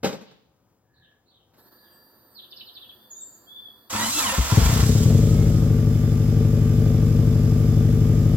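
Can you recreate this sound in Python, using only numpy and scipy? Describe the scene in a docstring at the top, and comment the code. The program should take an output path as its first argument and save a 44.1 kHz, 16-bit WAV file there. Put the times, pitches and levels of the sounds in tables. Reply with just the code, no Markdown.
"""A walled yard, just behind the tailpipe of a car whose cold flat-four is about to start.
A door shuts and rattles the panels, then the fuel pump whirs and primes under birdsong.
The starter's teeth grind through each compression; the engine catches, flares and settles to a fast
idle with ticking valves. Every firing rings the pipe and silencer. Each cylinder bank fires twice
in a row and one has a longer header, which gives the exhaust its burble."""
import sys
import numpy as np
from scipy import signal
from scipy.fft import rfft, irfft
from scipy.io import wavfile
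from scipy.ndimage import uniform_filter1d

SR = 44100
rng = np.random.default_rng(int(sys.argv[2]) if len(sys.argv) > 2 else 0)


def file_out(sig):
    """Save sig as 16-bit WAV at sys.argv[1]."""
    # one column per channel
    cols = np.atleast_2d(sig).T
    # limit, then scale
    lim = np.clip(cols, -1, 1)
    pcm = np.round(lim * 32767).astype(np.int16)
    wavfile.write(sys.argv[1], SR, pcm)


N = 368676
TIME = np.arange(N) / SR
# cues: the pinion meets the ring gear, cranking begins, the engine outruns the starter
ENGAGE_S, CRANK_S, OVERRUN_S = 3.896, 3.92, 4.34
CATCH_S, RELEASE_S = 4.3805, 4.846  # the first firing; the key is let go
SLACK_S = 4.135  # between compressions the piston springs over the top and the teeth go slack
MESH_PER_HUM = 4.42  # the starter's tooth pitch over its armature hum


def undb(db):
    """Decibels to gain."""
    return 10 ** (np.asarray(db) / 20)


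def unit(x):
    """Scale to rms 1."""
    return x / np.sqrt(np.mean(x ** 2))


def ramp(start, length):
    """Straight rise from 0 to 1."""
    return np.clip((TIME - start) / length, 0, 1)


def bump(centre, half_width):
    """A smooth swell to 1 and back."""
    return np.exp(-((TIME - centre) / half_width) ** 2)


def approach(start, lag):
    """Rise from 0 towards 1, ever more slowly."""
    return 1 - np.exp(-np.maximum(TIME - start, 0) / lag)


def noise():
    """White noise."""
    return rng.standard_normal(N)


def walk(rate):
    """Random drift of rms 1, with rate new values a second."""
    hold = int(SR / rate)
    steps = np.repeat(noise()[:N // hold + 1], hold)
    return unit(uniform_filter1d(steps, hold)[:N])


def clicks(times, sizes):
    """Impulses at the given times."""
    return np.bincount(np.clip(times * SR, 0, N).astype(int), sizes, N + 1)[:N]


def colour(x, points):
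    """EQ through points of f/Hz, gain/dB."""
    hz, db = np.transpose(points)
    bin_hz = np.fft.rfftfreq(2 * N, 1 / SR) + 1e-6
    gain = undb(np.interp(np.log(bin_hz), np.log(hz), db))
    return irfft(rfft(x, 2 * N) * gain)[:N]


def lowpass(x, hz):
    """Steep low-pass."""
    return signal.sosfilt(signal.butter(4, hz, fs=SR, output="sos"), x)


def ring(x, hz, width):
    """One resonance, gain 1 at its centre."""
    return signal.lfilter(*signal.iirpeak(hz, hz / width, fs=SR), x)


def resonate(x, modes):
    """A bank of resonances: f/Hz, width/Hz, gain/dB."""
    return sum(undb(db) * ring(x, hz, width) for hz, width, db in modes)


def noise_band(hz, width):
    """A soft band of noise at rms 1."""
    return unit(ring(ring(noise(), hz, width), hz, width))


def diffuse(points):
    """Wide coloured noise, unrelated in left and right."""
    return np.array([unit(colour(noise(), points)) for _ in range(2)])


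def chirp(start, length, from_hz, to_hz, db, waver_hz, arch=0):
    """One note that swells and fades while its pitch slides, arches and wavers."""
    note = np.zeros(N)
    span = slice(int(start * SR), int((start + length) * SR))
    along = np.linspace(0, 1, len(note[span]))
    slide_hz = from_hz + (to_hz - from_hz) * along
    hz = slide_hz * (1 - arch * (2 * along - 1) ** 2) + waver_hz[span]
    note[span] = undb(db) * np.sin(np.pi * along) * np.sin(2 * np.pi * np.cumsum(hz) / SR)
    return note


def pan(x, db):
    """Place in stereo, with the left louder by db."""
    return x * undb(np.array([[db], [-db]]) / 2)


def yard(x, wet_db, t60, pan_db):
    """Direct sound plus dense, fading reflections off the walls."""
    response = rng.standard_normal((2, SR)) * undb(-60 * TIME[:SR] / t60)
    response *= undb(wet_db) / np.sqrt(np.sum(response ** 2, axis=1, keepdims=True))
    response[0, 3] += 1  # the direct sound reaches the left three samples late
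    response[1, 0] += 1
    stereo = signal.fftconvolve(x[None], response, axes=1)[:, :N]
    return pan(stereo / np.hypot(1, undb(wet_db)), pan_db)


def outdoors(level_db=-66):
    """A faint, nearly steady bed of distant rumble."""
    # rumble spectrum: f/Hz, level/dB
    air = [(20, -41), (40, -19.5), (65, -6), (110, -6), (200, -10.5), (450, -14.5), (1000, -19),
           (2000, -32), (4000, -36), (7500, -33), (10000, -40), (15500, -32)]
    rumble = unit(colour(noise(), air)) * undb(level_db + walk(9))
    return yard(rumble, wet_db=-8, t60=.2, pan_db=3)


def far_calls():
    """Very distant calls, blurred by echoes until no clear pitch is left."""
    # calls: t/s, half width/s, level/dB
    calls = [(1.05, 0.13, -68), (1.88, .15, -66)]
    swell = sum(undb(db) * bump(s, half_width) for s, half_width, db in calls)
    return yard(swell * noise_band(hz=1715, width=170), wet_db=3, t60=.2, pan_db=0)


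def birds(trill_end_hz=2758, pip_s=.0543, pip_fall_hz=484):
    """Hidden birds sing rough downward slurs, high pips and level whistles, smeared by the walls."""
    # a far bird repeats one call: t/s, level/dB
    call_cues = [(.93, -62), (1.25, -60), (1.749, -63.5)]
    # its syllables: delay/s, length/s, start f/Hz, end f/Hz, accent/dB
    syllables = [(0, 0.099, 4180, 3890, -4.5), (0.075, 0.0666, 3700, 3280, 0.5),
                 (0.128, 0.087, 3230, 3190, -7.5)]
    # slurs that all drop to one low note: t/s, length/s, top f/Hz, level/dB
    trill_notes = [(2.346, 0.068, 4920, -42), (2.414, 0.051, 4200, -50), (2.504, 0.033, 5110, -40),
                   (2.558, 0.034, 5760, -44), (2.597, 0.02, 4740, -37.5), (2.661, 0.045, 4660, -42),
                   (2.74, 0.05, 4920, -42.5), (2.798, 0.06, 4200, -46), (2.879, 0.039, 4010, -45.5)]
    # a small bird's falling pips: t/s, start f/Hz, level/dB
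    pip_notes = [(1.91, 8300, -67), (2.29, 8700, -66), (3.097, 6960, -43), (3.146, 7170, -42.5),
                 (3.196, 7620, -39.5), (3.239, 7570, -44), (3.311, 7080, -52)]
    # slightly arched whistles: t/s, length/s, top f/Hz, level/dB
    whistle_notes = [(2.965, 0.13, 3490, -55), (3.125, 0.13, 3677, -56.5), (3.463, 0.25, 3478, -37.5)]
    warble, waver_hz, rasp = walk(700), 22 * walk(200), undb(3 * walk(250))
    calls = sum(chirp(s + delay, length, from_hz, to_hz, db + accent_db, 260 * warble)
                for s, db in call_cues for delay, length, from_hz, to_hz, accent_db in syllables)
    trill = sum(chirp(s, length, hz, trill_end_hz, db, 190 * warble)
                for s, length, hz, db in trill_notes)
    pips = sum(chirp(s, pip_s, hz, hz - pip_fall_hz, db, 70 * warble) for s, hz, db in pip_notes)
    whistles = sum(chirp(s, length, hz, hz, db, waver_hz, arch=.0523)
                   for s, length, hz, db in whistle_notes)
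    song = rasp * (calls + trill + pips) + whistles
    near_blur = yard(song, wet_db=10, t60=.17, pan_db=-1)
    far_tail = yard(song, wet_db=4, t60=.61, pan_db=-1)
    return near_blur + undb(-2.5) * far_tail


def thumps():
    """Soft, dull swells of bass from the parked car."""
    # thumps: t/s, level/dB
    cues = [(.069, -47), (.5, -66), (1.009, -60), (1.92, -66)]
    swell = sum(undb(db) * bump(s, .038) for s, db in cues)
    return swell * noise_band(hz=100, width=90)


def knocks(rise_s=.0046, echo_s=.22):
    """Blows on the car rattle panels and trim; the yard answers and far walls return a thin echo."""
    # the door shuts, a latch ticks, the pump switches on: t/s, level/dB, t60/s
    hits = [(0.03, -27, .2), (0.042, -23.5, 0.25), (0.124, -36, 0.13), (.208, -46, 0.19), (.31, -53, 0.12),
            (1.112, -64, .06), (1.534, -61.5, 0.38)]
    # spectrum of the car body: f/Hz, level/dB
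    body = [(25, -72), (55, -24.5), (130, -6.5), (210, -4), (320, -9), (413, -3), (540, -6.5), (720, -10),
            (2060, -18), (2700, -19), (4500, -19), (7800, -22.5), (9600, -44.5), (11600, -27),
            (15500, -41.5)]
    # panel modes that ring on: f/Hz, width/Hz, gain/dB
    panels = [(178, 87, -1), (415, 20, -5), (450, 16, -6), (532, 15, -1), (785, 40, -3)]
    shake = sum(ramp(s, rise_s) * undb(db - 60 * np.abs(TIME - s) / t60) for s, db, t60 in hits)
    blows = shake * unit(colour(noise(), body))
    blows = blows + resonate(blows, panels)
    answer = yard(lowpass(blows, 5500), wet_db=9.5, t60=.7, pan_db=1.5)
    thin = lowpass(ring(blows, 4300, 1910), 3500)
    delayed = np.pad(thin, (round(echo_s * SR), 0))[:N]
    echo = yard(delayed, wet_db=11, t60=.53, pan_db=-1)
    close = yard(blows, wet_db=-5.5, t60=.043, pan_db=0)
    return close + undb(-12) * answer + undb(-17) * echo


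def fuel_pump(on_s=1.52, pressure_s=2.0, key_s=3.79, end_s=4.05, top_hz=4735, hum_db=-59.5):
    """A small motor in the tank spins up, sings on its commutator and churns the fuel."""
    # commutator harmonics 1 to 3: level/dB
    tones_db = [-67.5, -72.5, -58.5]
    # spectrum of the churning hum: f/Hz, level/dB
    churn = [(50, -27), (120, -36), (200, 0), (280, -4.5), (400, -2), (700, -8), (1300, -10.5),
             (1800, -9.5), (2200, -36), (4500, -12), (6000, -28.5), (10000, -26.5), (11500, -21.5),
             (13500, -6), (15500, -24)]
    # the pitch sags as pressure builds, then dives as the turning key draws the battery down
    hz = top_hz * approach(on_s, .058) - 125 * approach(pressure_s, .24)
    hz = hz - 1100 * np.clip(TIME - key_s, 0, end_s - key_s)
    phase = 2 * np.pi * np.cumsum(hz * (1 + .001 * walk(220))) / SR
    tank_db = 8 * np.exp(-((hz - top_hz) / 60) ** 2)  # the tank rings along at top pitch
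    levels_db = [tones_db[0] + tank_db, *tones_db[1:]]
    whine = sum(undb(db + walk(30)) * np.sin(k * phase) for k, db in enumerate(levels_db, 1))
    flutter_db = 5 * walk(50) * bump(on_s + .1, .12)
    whine *= (hz / hz.max()) ** 5 * undb(flutter_db)
    hum = yard(undb(hum_db) * unit(colour(noise(), churn)), wet_db=-1.5, t60=.31, pan_db=.5)
    sputter_db = 4 * walk(48.9) * bump(on_s + .11, .19)  # until the fuel flows evenly
    running = ramp(on_s, .075) - ramp(end_s, .1)
    return (whine + hum * undb(sputter_db)) * running


def squeals():
    """The starter clutch and the belt each slip with a brief, nearly level tone."""
    # slips: t/s, length/s, f/Hz, level/dB
    slips = [(4.318, 0.04, 535, -29.5), (5.31, 0.21, 2160, -47)]
    waver_hz = 9 * walk(120)
    tones = sum(chirp(s, length, hz, hz, db, waver_hz) for s, length, hz, db in slips)
    return yard(tones, wet_db=-3, t60=.15, pan_db=0)


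def engine_mounts(mesh_phase, drag, cranking):
    """The engine lurches on its mounts, which groan under load and carry the armature's hum."""
    # jolts as the starter takes up the load: t/s, level/dB
    jolts = [(3.928, -1.5), (3.947, 3), (3.998, 2.5), (4.03, -1), (4.275, -9)]
    # modes of the mounts: f/Hz, width/Hz, gain/dB
    modes = [(105, 9.9, -0.5), (222, 7.3, 4), (283, 19, -7)]
    times, jolt_db = np.transpose(jolts)
    clunk = lowpass(resonate(clicks(times, undb(23 + jolt_db)), modes), 400)
    hum = np.sin(mesh_phase / MESH_PER_HUM + .55 * walk(110))
    hum *= undb(-36 + 3 * walk(70) - 11 * bump(SLACK_S, .027))
    groan = unit(ring(ring(noise(), 91, 55), 89, 80))
    groan *= undb(-43 + 22 * (drag - drag.max()))
    return yard(clunk + cranking * (hum + groan), wet_db=-13, t60=.11, pan_db=3)


def starter_motion(free_hz=1660, spin_up_s=.15, coast_hz_per_s=2000):
    """Tooth pitch in Hz as the starter cranks, spins free and coasts; the share lost to drag."""
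    # tooth pitch, held back by one compression, racing over the top, held by the next: t/s, f/Hz
    cranking_pitch = [(3.92, 821), (3.96, 880), (4, 950), (4.05, 998), (4.085, 1035), (4.11, 1210),
                      (4.135, 1340), (4.17, 1350), (4.21, 1300), (4.24, 1140), (4.27, 985), (4.3, 911),
                      (4.34, 940)]
    hz = np.interp(TIME, *np.transpose(cranking_pitch))
    hz = hz + (free_hz - hz) * approach(OVERRUN_S, spin_up_s)
    drag = (1 - hz / free_hz) * ramp(CRANK_S, .017)
    coasting_s = np.maximum(TIME - RELEASE_S, 0)
    return np.maximum(hz - coast_hz_per_s * coasting_s, 1), drag


def starter(grind_db=-28, whine_db=-34, strain_hz=2600, fade_db_per_s=22):
    """Pinion teeth grind on the ring gear, slowing at each compression, then spin free and run down."""
    # spectrum of the grinding: f/Hz, level/dB
    grind_eq = [(53, -17.5), (95, -14), (160, -42), (225, -9), (400, -20.5), (540, -10.5), (730, -9),
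                (1030, -6), (1500, -10), (2000, -11.5), (4500, -9), (6400, -7.5), (7900, -6.5), (9200, -20),
                (10800, -15.5), (13000, -16), (15500, -18.5)]
    # colour of the gear whine: f/Hz, gain/dB
    whine_eq = [(900, 0), (1350, -1.5), (1900, -2), (2700, -4), (4000, -4), (5200, -7), (6800, -5),
                (7400, -5), (7950, 3), (8600, -9), (9600, -16), (10900, -3), (12000, -15), (15500, -25)]
    # bell housing modes: f/Hz, width/Hz, gain/dB
    housing_modes = [(994, 27, 0), (1086, 22, 1), (1303, 30, -3), (1372, 32, 0), (1772, 27, 0),
                     (1910, 22, 0)]
    mesh_hz, drag = starter_motion()
    # compressions load the teeth; then the running engine hammers the pinion until it is thrown out
    strain_db = 13 * drag - 16 * bump(SLACK_S, .055)
    strain_db += 3 * ramp(CATCH_S + .1, .037) - 14 * ramp(RELEASE_S, .033)
    # the teeth rattle louder as they race between compressions, and fade once the key is let go
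    drive_db = 5.5 * bump(SLACK_S + .049, .089) - ramp(RELEASE_S, .018)
    drive_db -= fade_db_per_s * np.maximum(TIME - RELEASE_S, 0)
    phase = 2 * np.pi * np.cumsum(mesh_hz * (1 + .009 * walk(500))) / SR
    engaged = ramp(ENGAGE_S, .012) * (mesh_hz > 1)
    rasp = noise() * (1 + .18 * np.cos(phase / MESH_PER_HUM)) * undb(2 * walk(120))
    gears = unit(colour(rasp, grind_eq)) * undb(grind_db + drive_db - 1.5)
    # the teeth sing only while they drive the engine; strain lifts their lower harmonics
    cranking = ramp(CRANK_S, .067) - ramp(OVERRUN_S - .02, .023)
    teeth = sum(np.sin(k * phase + .6 * walk(200)) * undb(3 * walk(90)) for k in range(1, 13))
    whine = colour(teeth * cranking, whine_eq) * undb(whine_db + drive_db)
    low_whine = colour(whine, [(strain_hz, 0), (2 * strain_hz, -25)])
    whine += low_whine * (undb(.53 * strain_db) - 1)
    # loaded teeth shake the housing; unloaded ones only sizzle
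    deep = colour(gears, [(strain_hz / 2, 0), (strain_hz, -2), (2 * strain_hz, -25)])
    sizzle = gears - deep
    housing = (deep + resonate(gears, housing_modes)) * undb(strain_db)
    scattered = diffuse(grind_eq) * undb(grind_db + drive_db - 7 + .075 * strain_db)
    grind = yard(engaged * (sizzle + housing), wet_db=-2.5, t60=.13, pan_db=-1) + engaged * scattered
    whine = yard(whine, wet_db=-2, t60=.086, pan_db=-.5)
    return grind + whine + engine_mounts(phase, drag, cranking)


def strokes(turns, per_turn):
    """Times of events spaced evenly around each crankshaft turn."""
    running = TIME >= CATCH_S
    event_turns = np.arange(int(turns[-1] * per_turn)) / per_turn
    return np.interp(event_turns, turns[running], TIME[running])


def alternator(rpm, turns, idle_db=-53, idle_rpm=1450, db_per_rpm=.022, poles_per_turn=49.4):
    """Belt-driven poles whine with a little slip, louder with speed."""
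    charge_db = 2.5 * bump(5.5, .25)  # a swell as the battery begins to recharge
    level_db = idle_db + db_per_rpm * (rpm - idle_rpm) + charge_db
    phase = 2 * np.pi * poles_per_turn * turns + .7 * walk(70)
    return np.sin(phase) * undb(level_db + 1.5 * walk(25))


def engine_bay(turns, level_db=-44, tick_share=.24):
    """Valves and injectors tick over the rush of belts and intake, throbbing with the firings."""
    # spectrum of the clatter and rush: f/Hz, level/dB
    bay_eq = [(300, -3), (600, -3), (780, -1), (950, -12), (1150, -5.5), (1400, -7), (1900, -9.5),
              (3100, -12.5), (4300, -15), (5080, -10.5), (7270, -13), (9300, -22), (11600, -12),
              (15500, -18.5)]
    # covers and brackets rung by the valve gear: f/Hz, width/Hz, gain/dB
    covers = [(970, 25, 5.5), (1092, 48, 9), (1175, 18, 6.5), (3064, 49, 6), (3516, 41, 9), (4980, 170, 2),
              (6030, 59, -13), (7230, 110, 4)]
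    times = strokes(turns, per_turn=8)
    accents_db = np.resize(2 * rng.standard_normal(16), len(times))  # repeats every two turns
    sizes = undb(accents_db + 2 * rng.standard_normal(len(times)))
    ticking = tick_share * unit(clicks(times, sizes)) + noise()
    ticking = ticking + resonate(ticking, covers)
    clatter = yard(unit(colour(ticking, bay_eq)), wet_db=3, t60=.36, pan_db=-3.5)
    rush = undb(-2) * diffuse(bay_eq)
    unoiled_db = 12.5 * bump(4.39, .48)  # louder until the oil reaches the valves
    throb = 1 + .13 * np.cos(2 * np.pi * 2 * turns)
    return (clatter + rush) * undb(level_db + unoiled_db) * throb


def firings(rpm, turns, header_lag_s=.0037, jitter_s=.00012):
    """Two firings a turn: pulses of the short- and long-header banks, and shoves on the silencer."""
    # first firings on fuel left from cranking, the second a miss: level/dB, shove (negative sucks back)
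    first_firings = [(-5, 3.7), (-28, .5), (2, -1.2), (1.5, -2.4), (-2, 4.2), (-1, 5), (3, .5), (2.5, 0),
                     (1.5, -.7), (-2, 2.4), (1, -1.9), (1, .5)]
    # firing strength, surging in the run-up and easing past the overshoot: t/s, level/dB
    load = [(4.9, 1.5), (5.05, 1.7), (5.1, 3), (5.2, 0.6), (5.55, -0.15), (6.05, -2.1), (6.8, -0.26),
            (8.36, -0.5)]
    # the four cylinders in firing order: level/dB, lateness/ms
    cylinders = [(1.7, .1), (-2.3, -.4), (1.9, -.1), (-2.4, .1)]
    times = strokes(turns, per_turn=2)
    index = np.arange(len(times))
    size_chance, time_chance = rng.standard_normal((len(times), 2)).T
    on_long = index // 2 % 2  # two from one bank, then two from the other
    first_db, shove = np.pad(first_firings, ((0, len(times) - len(first_firings)), (0, 0))).T
    cylinder_db, late_ms = np.array(cylinders)[index % len(cylinders)].T
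    running_db = np.interp(times, *np.transpose(load)) + cylinder_db
    level_db = np.where(index < len(first_firings), first_db, running_db)
    slowness = np.clip(1 - np.interp(times, TIME, rpm) / 1400, 0, 1)
    scatter_db = .52 + 5 * slowness  # the cold engine fires unevenly at low speed
    sizes = undb(level_db + scatter_db * size_chance)
    times = times + header_lag_s * on_long + late_ms / 1000 + jitter_s * time_chance
    return clicks(times, sizes * (1 - on_long)), clicks(times, sizes * on_long), clicks(times, shove)


def side_chambers(x):
    """Each side chamber of the silencer swallows its own note."""
    # chamber notches: f/Hz, width/Hz
    notches = [(368, 7.2), (498, 64)]
    for hz, width in notches:
        x = x - ring(x, hz, width)
    return x


def gas_puffs(pulses, level_db=-39.5, decay_s=.017):
    """Each slug of gas tears at the lip of the tailpipe."""
    flow = signal.lfilter([1], [1, -np.exp(-1 / (decay_s * SR))], pulses)
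    # colour of a puff: f/Hz, gain/dB
    puff_eq = [(100, -106), (300, -10), (450, 8.5), (600, -2.5), (900, -20), (2000, -24.5), (8000, -38)]
    puffs = unit(colour(flow * noise(), puff_eq))
    # the engine pulls hardest just before top speed, then eases into the idle
    effort_db = 5 * bump(5.1, .028) - 1.5 * ramp(5.44, .19)
    return side_chambers(puffs * undb(level_db + effort_db))


def exhaust(rpm, turns, pipe_db=27.5, boom_db=36, boom_hz=62):
    """The firings of both banks ring the pipe and silencer and puff out of the tailpipe."""
    # pipe modes: f/Hz, width/Hz, signed weight of the short-header bank, of the long-header bank
    modes = [(55.5, 8.6, -3, -.1), (59.5, 8, -1.9, -1.9), (101.9, 50.2, 5.5, .2), (106.1, 21.7, -6.9, -6.3),
             (136.7, 31.6, -3.6, .1), (168.9, 18.5, 1, 1.7), (234.7, 46.1, 4.25, 3),
             (244.2, 45.6, -3.7, -2.5), (316.2, 15.4, -.5, .5), (343.6, 20.6, -.1, .5),
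             (429, 36.2, .6, -.4), (467.1, 51.3, -.5, .2), (560.8, 43.9, .17, .17)]
    short, long, shoves = firings(rpm, turns)
    pipe = sum(ring(short_weight * short + long_weight * long, hz, width)
               for hz, width, short_weight, long_weight in modes)
    pipe = lowpass(side_chambers(pipe), 607)  # the silencer's packing rounds off every pulse
    # the slow first strokes push longer and make the silencer boom
    boom = ring(ring(shoves, boom_hz, 11.7), boom_hz, 72)
    # an open pipe radiates little of the deepest bass
    low_cut = signal.butter(2, 40, "high", fs=SR, output="sos")
    mouth = signal.sosfilt(low_cut, undb(pipe_db) * pipe - undb(boom_db) * boom)
    return pan(mouth + gas_puffs(short + long), db=3.5)


def scene():
    """The crankshaft drives exhaust, engine bay and alternator; the rest plays on its own cues."""
    # the crankshaft runs up, overshoots and settles: t/s, speed/rpm
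    speed = [(4.38, 350.6), (4.5, 505), (4.6, 681.2), (4.7, 900.1), (4.85, 893.5), (5, 1147.7),
             (5.18, 1446.9), (5.3, 1536.9), (5.42, 1558.8), (5.6, 1500.1), (5.76, 1441.7), (6.1, 1454.4),
             (6.5, 1444.1), (7, 1467.3), (7.5, 1452.9), (8, 1465.5), (8.36, 1504.3)]
    rpm = np.interp(TIME, *np.transpose(speed))
    turns = np.cumsum(rpm * (TIME >= CATCH_S)) / (60 * SR)
    engine = exhaust(rpm, turns)
    engine += (engine_bay(turns) + alternator(rpm, turns)) * ramp(CATCH_S, .19)
    car = engine + starter() + squeals() + fuel_pump()
    return car + birds() + far_calls() + knocks() + thumps() + outdoors()


def record(dry, top_hz=15900):
    """The left side is a little duller than the right, and the very top is cut."""
    # treble shelf above 12 kHz: left gain/dB, right gain/dB
    treble_db = [-5, 0.4]
    shelved = np.array([colour(x, [(8500, 0), (12000, db)]) for x, db in zip(dry, treble_db)])
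    return signal.sosfilt(signal.ellip(10, .2, 80, top_hz, fs=SR, output="sos"), shelved)


dry = scene()
out = record(dry)
file_out(out)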